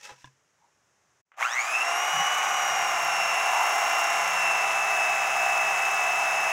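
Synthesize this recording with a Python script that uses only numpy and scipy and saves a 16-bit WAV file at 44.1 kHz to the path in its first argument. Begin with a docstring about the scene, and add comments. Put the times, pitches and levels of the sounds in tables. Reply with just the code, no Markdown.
"""Parked car, then shed: a swish and small knocks, then an electric fillet knife saws a fillet off its skin.
The cloth is shaped noise; the knocks are blows on ringing modes. The motor runs up and whines: its partials
swell at each resonance of the drive, and the pitch follows the load. Gears and twin blades clatter through the
same round of contacts on every stroke, ringing the plastic housing; the blades hiss and tick. Faint bumps and
rubs and one strong scrape as the blades bite are swells of narrow noise bands; quiet air lies under everything."""
import sys
import numpy as np
from scipy import signal
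from scipy.fft import rfft, irfft, next_fast_len
from scipy.io import wavfile
from scipy.ndimage import uniform_filter1d, map_coordinates

SR = 44100
rng = np.random.default_rng(int(sys.argv[2]) if len(sys.argv) > 2 else 0)


def generate_wav(sig):
    """Save sig (samples, or channels by samples) to the path in sys.argv[1] as 16-bit PCM at SR."""
    pcm = np.round(np.clip(np.atleast_2d(sig).T, -1, 1) * 32767).astype(np.int16)
    wavfile.write(sys.argv[1], SR, pcm)


N = 287532
TIME = np.arange(N) / SR  # s

# quiet air, first in the car, then in the shed: start_s, level_db
AIR_LEVEL = [(0, -69), (.5, -70), (1.21, -69), (1.222, -105), (1.25, -105), (1.262, -87), (1.32, -85),
             (6.52, -80)]
# air spectrum: freq_hz, relative_density_db
AIR_SPECTRUM = [(30, -45), (60, -25), (130, -16.5), (220, -23.5), (500, -20.5), (950, -20), (1250, -20),
                (1750, -21), (3000, -28.5), (4500, -34), (5500, -25.5), (6600, -23.5), (8500, -35),
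                (15000, -50)]

# sleeve spectra, dull and bright part: freq_hz, relative_density_db
SWISH_DULL = [(80, -22), (160, -13), (300, -16), (500, -6), (1000, -14), (1600, -1), (2400, -14),
              (4000, -13), (5200, -40), (9000, -60)]
SWISH_BRIGHT = [(900, -30), (1900, -3.5), (2600, -10), (3200, -9), (4500, -14), (5500, -4.5), (7500, -12),
                (10000, -24), (16000, -34)]
# resonances that colour the swish: centre_hz, width_hz, lift_db
SWISH_MODES = [(517, 80, 8.5), (836, 56, 19), (973, 90, 24.5), (1300, 120, 7), (1670, 120, 1),
               (2620, 110, 12)]
# sleeve brushes: centre_s, level_db, fade_s, brightness_0_to_1
BRUSHES = [(0.053, -43, 0.03, 0.93), (.102, -42, 0.021, 0.03), (0.26, -61, 0.0093, 1), (.21, -59, 0.047, 1)]
BRUSH_SHAPE = 0.91  # exponent: 1 = pointed swell, 2 = rounded

# small knocks in the car: start_s, blow_db, contact_cutoff_hz
KNOCKS = [(0.117, -43, 470), (0.2438, -39, 9000), (0.25, -42.5, 2400), (0.274, -49, 2400)]
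# modes the knocks ring: freq_hz, level_db, t60_s
KNOCK_MODES = [(133, -14, 0.23), (296, -8.5, 0.022), (1024, -2, 0.063), (1670, -2.5, 0.047),
               (2850, -11, 0.035), (3460, -3.5, 0.017), (5615, -13, 0.035)]
# bumps and rubs, faint ones and one strong scrape as the blades bite: centre_s, level_db, band_hz, fade_s
BUMPS_AND_RUBS = [(0.647, -62, 930, 0.033), (2.191, -48, 171, 0.04), (2.766, -59, 139, 0.0706),
                  (3.048, -60, 134.6, 0.094), (3.6, -28.5, 1000, 0.086)]
# trigger clicks: start_s, level_db
TRIGGER_CLICKS = [(1.318, -51), (1.342, -54)]

# run-up: exponential approach to running speed
SWITCH_ON_S, RUN_UP_S, UP_TO_SPEED_S = 1.345, 0.178, 1.9
RUNNING_WHINE_HZ, WHINE_CYCLES_PER_STROKE = 2614, 80
# whine pitch under the load of the cut, before the run-up scales it: start_s, pitch_hz
LOADED_WHINE = [(1.9, 2767.8), (2.05, 2880.2), (2.2, 2926.8), (2.36, 2939.0), (2.56, 2906.3), (2.9, 2787.9),
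                (3.1, 2743.3), (3.3, 2722.1), (3.55, 2725.7), (3.85, 2754.0), (4.05, 2754.1),
                (4.22, 2729.3), (4.72, 2642.6), (4.95, 2619.0), (5.5, 2618.1), (5.85, 2620.5),
                (6.25, 2627.5), (6.52, 2619.9)]

# starting torque jolts the whole knife once
JOLT_AT_S, JOLT_FADE_S = 1.42, 0.04
JOLT_HOUSING_DB, JOLT_HISS_DB, JOLT_TEETH_DB, JOLT_OCTAVE_DB = 7.5, 5.5, 6, 6.5

# handle hum: start_s, level_db
HUM_LEVEL = [(2.5, -67.9), (3.05, -61), (3.3, -62), (3.85, -86), (4.1, -66), (4.35, -57.7), (4.8, -63.0),
             (6.45, -61.5)]
HUM_ORDER, HUM_RISE_DB_PER_S = 5, 13  # multiple of the stroke rate; build-up before the first point

# gear tones: stroke_rate_multiple, light_load_relative_db, full_load_relative_db
GEAR_ORDERS = [(10, -60, -64), (11, -65, -64), (12, -64, -58), (13, -57, -55), (15, -55, -60),
               (16, -55, -58), (18, -58, -54), (20, -37.5, -39.5), (22, -39, -37.5), (24, -46, -39),
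               (29, -45, -46), (30, -39.5, -44), (31, -52, -48), (35, -50, -46), (40, -40.5, -54),
               (44, -48, -45), (52, -49, -48), (59, -48, -45), (60, -43, -54), (62, -50, -44),
               (64, -45, -51), (78, -54, -43), (84, -54, -45), (86, -56, -49), (260, -63, -57),
               (380, -70, -65)]
GEAR_DB = -1.03
LIGHT_LOAD_SPEED = 1.04  # share of running speed from which the load counts as light

# effort of the drive: start_s, level_db
EFFORT = [(1.75, -31.5), (2.3, -29), (3.05, -30), (3.9, -28.5), (4.8, -30), (6.45, -30.5)]
HOUSING_DB, HISS_DB = 0.76, -9  # relative to the effort
CLATTER_SPEED_POWER, HISS_SPEED_POWER = 0.68, 0.82  # amplitude exponents on the run-up
# pressure of the teeth on the board, as the level of their rasp: start_s, level_db
PRESSURE = [(1.52, -42.5), (1.62, -37), (2.1, -33), (3.42, -29.5), (3.57, -26), (3.72, -26.5), (4.3, -30.5),
            (6.45, -30.5)]
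TEETH_DB = -3.5  # relative to the pressure
# housing, blade and board spectra: freq_hz, relative_density_db
HOUSING = [(60, -42), (130, -24), (260, -22.5), (420, -22), (540, -9), (720, -1.5), (920, -1), (1200, 4),
           (1650, -2.5), (2350, -2.5), (2800, -3.5), (3100, -10), (4100, -23.5), (6000, -39)]
BLADES = [(3000, -24), (3780, -1), (4250, -15.5), (4800, -6), (5700, -0.5), (6450, 5), (7300, -1),
          (8400, -7.5), (9600, -15.5), (11600, -12.5), (13000, -38), (14200, -21), (16000, -21)]
BOARD = [(150, -62), (300, -21), (540, -15.5), (680, 3.5), (800, 9), (1000, -5.5), (1400, -30), (2200, -28)]
# narrow housing resonances: centre_hz, width_hz, lift_db
HOUSING_MODES = [(808, 43, 7.5), (1180, 160, 3), (1540, 60, 3.5), (1716.7, 88, 5), (1930, 51, 1),
                 (2045, 59, 5.5)]
# blade ticks within a stroke: place_0_to_1, relative_level_db
TICKS = [(.12, 21), (.34, -38), (.66, -34), (.8, -19)]
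# modes the blade ticks ring: freq_hz, relative_level_db, t60_s
TICK_MODES = [(6900, 6.5, 0.0074), (7800, 4, .005), (12400, 2, .005), (13950, -4.5, 0.0067),
              (14700, -12, .006)]

# whine partials away from any resonance, steady running
WHINE_DB, OCTAVE_DB, THIRD_DB, FOURTH_DB, SIXTH_DB = -41.5, -56.5, -65, -63.5, -67
# drive resonances the partials sweep through: centre_hz, width_hz, lift_db
DRIVE_MODES = [(1390, 490, 10.5), (2147, 350, 15), (2606, 132, 7.5), (2690, 52.6, 10.5), (2953, 73, 7.5),
               (3420, 520, 10), (5440, 350, 5.5), (5715, 510, 14), (6770, 760, 14), (9100, 340, 3),
               (10700, 2200, 11)]
# gear-tooth chatter: extra roughness at the start settles to the running value
ROUGH_START, ROUGH_RUNNING, SETTLE_S = 1, 0.078, 1
CHATTER_CYCLES, CHATTER_DB = 0.081, 2.5  # phase and level scatter per unit roughness
WAVER_DB, WAVERS_PER_S = 1.0, 5  # slow level waver of the partials
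THROB_HZ = 120  # twice the mains frequency
# throb depth of the whine: start_s, depth_0_to_1
THROB_DEPTH = [(1.55, 0.85), (2.2, 0), (3.2, 0.66), (4.2, 0.55), (4.9, 0.2)]
THROB_SWING, THROB_BEND_CYCLES = 0.7, 0.14  # at full depth: share of amplitude, phase
STARTING_LIFT_DB = 11.5  # lift of whine and octave by the starting torque at standstill
WHINE_FOLLOWS_PRESSURE = 0.47  # share of the pressure's dB swing
ENGAGE_FROM, ENGAGE_SPAN = 0.21, 0.15  # shares of running speed over which the gears begin to sing

CUTOFF_HZ = 15750


def from_db(db):
    """Decibels to gain."""
    return 10 ** (np.asarray(db) / 20)


def rms_one(x):
    """Scale to unit rms."""
    return x / np.sqrt(np.mean(x ** 2) + 1e-20)


def in_time(rows):
    """One curve for each column after the time column."""
    s, *columns = np.transpose(rows)
    return [np.interp(TIME, s, c) for c in columns]


def drift(rate_hz):
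    """Smooth random curve with spread 1."""
    knots = rng.standard_normal(int(rate_hz * N / SR) + 3)
    coarse_s = TIME[::32]
    curve = map_coordinates(knots, [coarse_s * rate_hz], order=3, mode="nearest")
    return np.interp(TIME, coarse_s, rms_one(curve))


def lift_db(hz, modes):
    """Lift that a set of resonances gives at a frequency."""
    return sum(lift / (1 + (2 * (hz - centre) / width) ** 2) for centre, width, lift in modes)


def coloured(x, spectrum, modes=()):
    """Pass through a body with a broad spectrum and narrow resonances; rms 1."""
    size = next_fast_len(N + SR)
    hz = np.maximum(np.fft.rfftfreq(size, 1 / SR), 1)
    points = np.array(spectrum)
    level_db = np.interp(np.log(hz), np.log(points[:, 0]), points[:, 1]) + lift_db(hz, modes)
    bass_cut = np.minimum(hz / points[0, 0], 1) ** 2
    return rms_one(irfft(rfft(x, size) * from_db(level_db) * bass_cut, size)[:N])


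def evened(x):
    """Hold the slow level of a running sound near 1."""
    power = uniform_filter1d(x ** 2, size=2700)
    return x / np.sqrt(np.maximum(power, 0) + 1e-4)


def ring(x, hz, t60_s):
    """Resonator: a unit click starts a decaying sine of height 1."""
    r = from_db(-60 / (t60_s * SR))
    w = 2 * np.pi * hz / SR
    return signal.lfilter([0, np.sin(w)], [1, -2 * r * np.cos(w), r * r], x + 1e-18)


def tone(cycles, level_db):
    """A sine of the given rms level."""
    return np.sqrt(2) * from_db(level_db) * np.sin(2 * np.pi * cycles)


def contacts(strokes, count, jitter_s, uneven_db, spread_db):
    """The same round of contacts on every stroke, each a little early or late, harder or softer."""
    place = (np.arange(count) + rng.random(count)) / count
    force = rng.choice([-1, 1], count) * from_db(spread_db * rng.uniform(-1.27, 1, count))
    timing, strength = rng.standard_normal((2, 256, count))  # one row per stroke
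    at_stroke = np.arange(len(timing))[:, None] + place
    when_s = np.interp(at_stroke, strokes, TIME, right=-1) + jitter_s * timing
    inside = (when_s > 0) & (when_s < TIME[-1])
    sizes = force * from_db(uneven_db * strength)
    return rms_one(np.bincount((when_s[inside] * SR).astype(int), sizes[inside], N))


def air():
    """Quiet air: shaped noise on a level curve."""
    return from_db(in_time(AIR_LEVEL)[0]) * coloured(rng.standard_normal(N), AIR_SPECTRUM)


def sleeve():
    """Each brush of the cloth swells and fades with a fine grain, part dull and part bright."""
    dull = coloured(rng.standard_normal(N), SWISH_DULL, SWISH_MODES)
    bright = coloured(rng.standard_normal(N), SWISH_BRIGHT, SWISH_MODES)
    out = np.zeros(N)
    for centre_s, level_db, fade_s, brightness in BRUSHES:
        swell = from_db(level_db) * np.exp(-np.abs((TIME - centre_s) / fade_s) ** BRUSH_SHAPE)
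        out += swell * (np.sqrt(brightness) * bright + np.sqrt(1 - brightness) * dull)
    return out * from_db(2 * drift(252))


def small_knocks():
    """Something small knocks and bounces: low-passed blows, softer contact = lower cut-off, ring its modes."""
    blows = np.zeros(N)
    for start_s, blow_db, cutoff_hz in KNOCKS:
        blow = from_db(blow_db) * (np.arange(N) == round(start_s * SR))
        blows += signal.sosfilt(signal.butter(2, cutoff_hz, fs=SR, output="sos"), blow + 1e-18)
    return sum(from_db(level_db) * ring(blows, hz, t60_s) for hz, level_db, t60_s in KNOCK_MODES)


def car():
    """Cloth swishes and small knocks."""
    return sleeve() + small_knocks()


def bumps_and_rubs():
    """Faint bumps and rubs and one strong scrape as the blades bite: each a short swell of a narrow noise band."""
    out = np.zeros(N)
    for centre_s, level_db, hz, fade_s in BUMPS_AND_RUBS:
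        band = signal.butter(2, [hz * 0.87, hz * 1.04], "band", fs=SR, output="sos")
        noise = rms_one(signal.sosfilt(band, rng.standard_normal(N)))
        out += from_db(level_db) * noise * np.exp(-((TIME - centre_s) / fade_s) ** 2)
    return out


def trigger():
    """The switch slides in with two small clicks, heard through the handle."""
    clicks = sum(from_db(level_db) * (TIME > start_s) * np.exp(-np.abs(TIME - start_s) / 0.0017)
                 for start_s, level_db in TRIGGER_CLICKS)
    slide = from_db(-64.5) * (TIME > TRIGGER_CLICKS[0][0]) * (TIME < 1.38)
    handle = coloured(rng.standard_normal(N), HOUSING, HOUSING_MODES)
    handle += 0.072 * coloured(rng.standard_normal(N), BLADES)
    return uniform_filter1d(clicks + slide, size=60) * handle


def run_up():
    """Share of its running speed that the motor has reached, 0-1."""
    since_on_s = np.clip(TIME, SWITCH_ON_S, UP_TO_SPEED_S) - SWITCH_ON_S
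    gathered = 1 - np.exp(-since_on_s / RUN_UP_S)
    return gathered / gathered[-1]


def jolt():
    """One short swell of the starting torque, 0-1."""
    return np.exp(-((TIME - JOLT_AT_S) / JOLT_FADE_S) ** 2)


def hum(strokes):
    """The handle hums at five times the stroke rate, building up as the motor gathers speed."""
    build_up_db = -HUM_RISE_DB_PER_S * np.maximum(HUM_LEVEL[0][0] - TIME, 0)
    return tone(HUM_ORDER * strokes, in_time(HUM_LEVEL)[0] + build_up_db)


def gears(strokes, speed):
    """Multiples of the stroke rate; they stand out only near running speed, balance shifting with load."""
    light = np.clip((speed - 1) / (LIGHT_LOAD_SPEED - 1), 0, 1)
    out = np.zeros(N)
    for order, light_db, loaded_db in GEAR_ORDERS:
        level_db = GEAR_DB + loaded_db + light * (light_db - loaded_db)
        cycles = order * strokes + rng.random() + 0.04 * drift(14)
        out += tone(cycles, level_db + 2 * drift(10))
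    return out * run_up() ** 14


def clatter(strokes):
    """Gear and crank contacts ring the housing; the teeth rasp on the board."""
    housing_db = in_time(EFFORT)[0] + HOUSING_DB + JOLT_HOUSING_DB * jolt()
    housing_gain = from_db(housing_db) * run_up() ** CLATTER_SPEED_POWER
    teeth_gain = from_db(in_time(PRESSURE)[0] + TEETH_DB + JOLT_TEETH_DB * jolt())
    tight = contacts(strokes, count=40, jitter_s=0.00004, uneven_db=2, spread_db=7)
    tight = signal.sosfilt(signal.butter(4, 950, "high", fs=SR, output="sos"), tight)
    loose = contacts(strokes, count=60, jitter_s=0.002, uneven_db=3, spread_db=2.5)
    drive = 0.68 * tight + 0.77 * loose + 0.34 * rng.standard_normal(N)
    housing = evened(coloured(drive, HOUSING, HOUSING_MODES))
    teeth = contacts(strokes, count=32, jitter_s=0.0004, uneven_db=3, spread_db=4)
    return housing_gain * housing + teeth_gain * evened(coloured(teeth, BOARD))


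def blade_ticks(strokes):
    """The blades tap in their guide at set places of each stroke, harder in some stretches than in others."""
    taps = np.zeros(N)
    for place, level_db in TICKS:
        at = np.flatnonzero(np.diff(np.floor(strokes - place + 0.02 * drift(40))) > 0)
        taps[at] += from_db(level_db + 3.1 * np.clip(rng.standard_normal(len(at)), -3, 1.5))
    taps *= from_db(2.5 * np.clip(drift(2), -2, 1))
    return rms_one(sum(from_db(level_db) * ring(taps, hz, t60_s) for hz, level_db, t60_s in TICK_MODES))


def blades(strokes):
    """Steel slides on steel, hissing in step with the motor and ticking where the blades turn."""
    hiss_db = in_time(EFFORT)[0] + HISS_DB + JOLT_HISS_DB * jolt()
    gain = from_db(hiss_db) * run_up() ** HISS_SPEED_POWER
    rub = rng.standard_normal(N)
    rub += 0.81 * contacts(strokes, count=120, jitter_s=0.00002, uneven_db=4.5, spread_db=0)
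    throb = 0.071 * np.sin(2 * np.pi * THROB_HZ * TIME)
    stroke_swing = 0.081 * np.sin(8 * np.pi * strokes)  # four swings per stroke
    rub *= 1 + throb + 0.091 * drift(70) + stroke_swing
    fade_in = np.clip((TIME - 1.5) / 0.5, 0, 1)
    ticks = from_db(-15.7) * blade_ticks(strokes) * fade_in
    return gain * (evened(coloured(rub, BLADES)) + ticks)


def motor(strokes, speed):
    """Whine with overtones, pulsing with the mains; partials swell as they cross resonances of the drive."""
    hz = speed * RUNNING_WHINE_HZ
    rough = ROUGH_RUNNING + ROUGH_START * np.exp(-np.maximum(TIME - SWITCH_ON_S, 0) / SETTLE_S)
    surge = np.sin(2 * np.pi * THROB_HZ * TIME)
    mains = in_time(THROB_DEPTH)[0] * surge
    cycles = strokes * WHINE_CYCLES_PER_STROKE
    chatter = CHATTER_CYCLES * rough * drift(180)
    # the crank brakes the motor within each stroke
    wobble = 0.013 * np.sin(2 * np.pi * strokes) + 0.018 * np.sin(8 * np.pi * strokes)
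    starting_db = STARTING_LIFT_DB * (1 - run_up())
    pressure_db = WHINE_FOLLOWS_PRESSURE * (in_time(PRESSURE)[0] - PRESSURE[-1][1])
    engaged = np.clip((run_up() - ENGAGE_FROM) / ENGAGE_SPAN, 0, 1)

    def partial(order, level_db, bend):
        """One multiple of the whine, shaped by the resonances and by the chatter of the gear teeth."""
        unsteady_db = (0.59 + CHATTER_DB * rough) * drift(40) + WAVER_DB * drift(WAVERS_PER_S)
        shaped_db = level_db + lift_db(order * hz, DRIVE_MODES) + unsteady_db
        return tone(order * (cycles + bend) + chatter, shaped_db)

    # current surges swing the whine's level and bend its pitch
    whine = partial(order=1, level_db=WHINE_DB + starting_db + pressure_db, bend=THROB_BEND_CYCLES * mains)
    whine *= 1 + THROB_SWING * mains
    octave = partial(order=2, level_db=OCTAVE_DB + starting_db + JOLT_OCTAVE_DB * jolt(), bend=wobble)
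    third = partial(order=3, level_db=THIRD_DB, bend=0)
    third *= np.minimum(8 * rough ** 2, 2)  # strong only while the teeth chatter
    fourth = partial(order=4, level_db=FOURTH_DB, bend=wobble / 2)
    sixth = tone(6 * cycles, SIXTH_DB)
    overtones = (octave + third + fourth + sixth) * (1 + (0.067 + 0.83 * rough) * mains)
    # magnetic pull: two tones beside the octave
    buzz = tone(2 * cycles + 1 / 4, -51 + 2 * drift(6.4)) * surge * np.minimum(speed, 1) ** 6
    return engaged * (whine + overtones) + buzz


def knife():
    """The motor runs up and drives everything from one shaft."""
    whine_hz = in_time(LOADED_WHINE)[0] * run_up() * (1 + 0.0004 * drift(18))
    strokes = np.cumsum(whine_hz) / SR / WHINE_CYCLES_PER_STROKE
    speed = whine_hz / RUNNING_WHINE_HZ
    running = np.clip((TIME - 1.362) / 0.047, 0, 1)
    # heavy starting current shakes the knife at twice the mains frequency
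    inrush = 1 + 0.4 * np.clip((1.6 - TIME) / 0.2, 0, 1) * np.sin(2 * np.pi * THROB_HZ * TIME)
    tones = motor(strokes, speed) + gears(strokes, speed) + hum(strokes)
    noises = inrush * (clatter(strokes) + blades(strokes))
    return trigger() + running * (tones + noises)


def scene():
    """Car, then knife with bumps and rubs, over quiet air; one channel."""
    return (air() + car() + bumps_and_rubs() + knife())[None]


def record(dry):
    """Steep low-pass on the top."""
    return signal.sosfilt(signal.ellip(12, 0.1, 80, CUTOFF_HZ, fs=SR, output="sos"), dry)


dry = scene()
out = record(dry)
generate_wav(out)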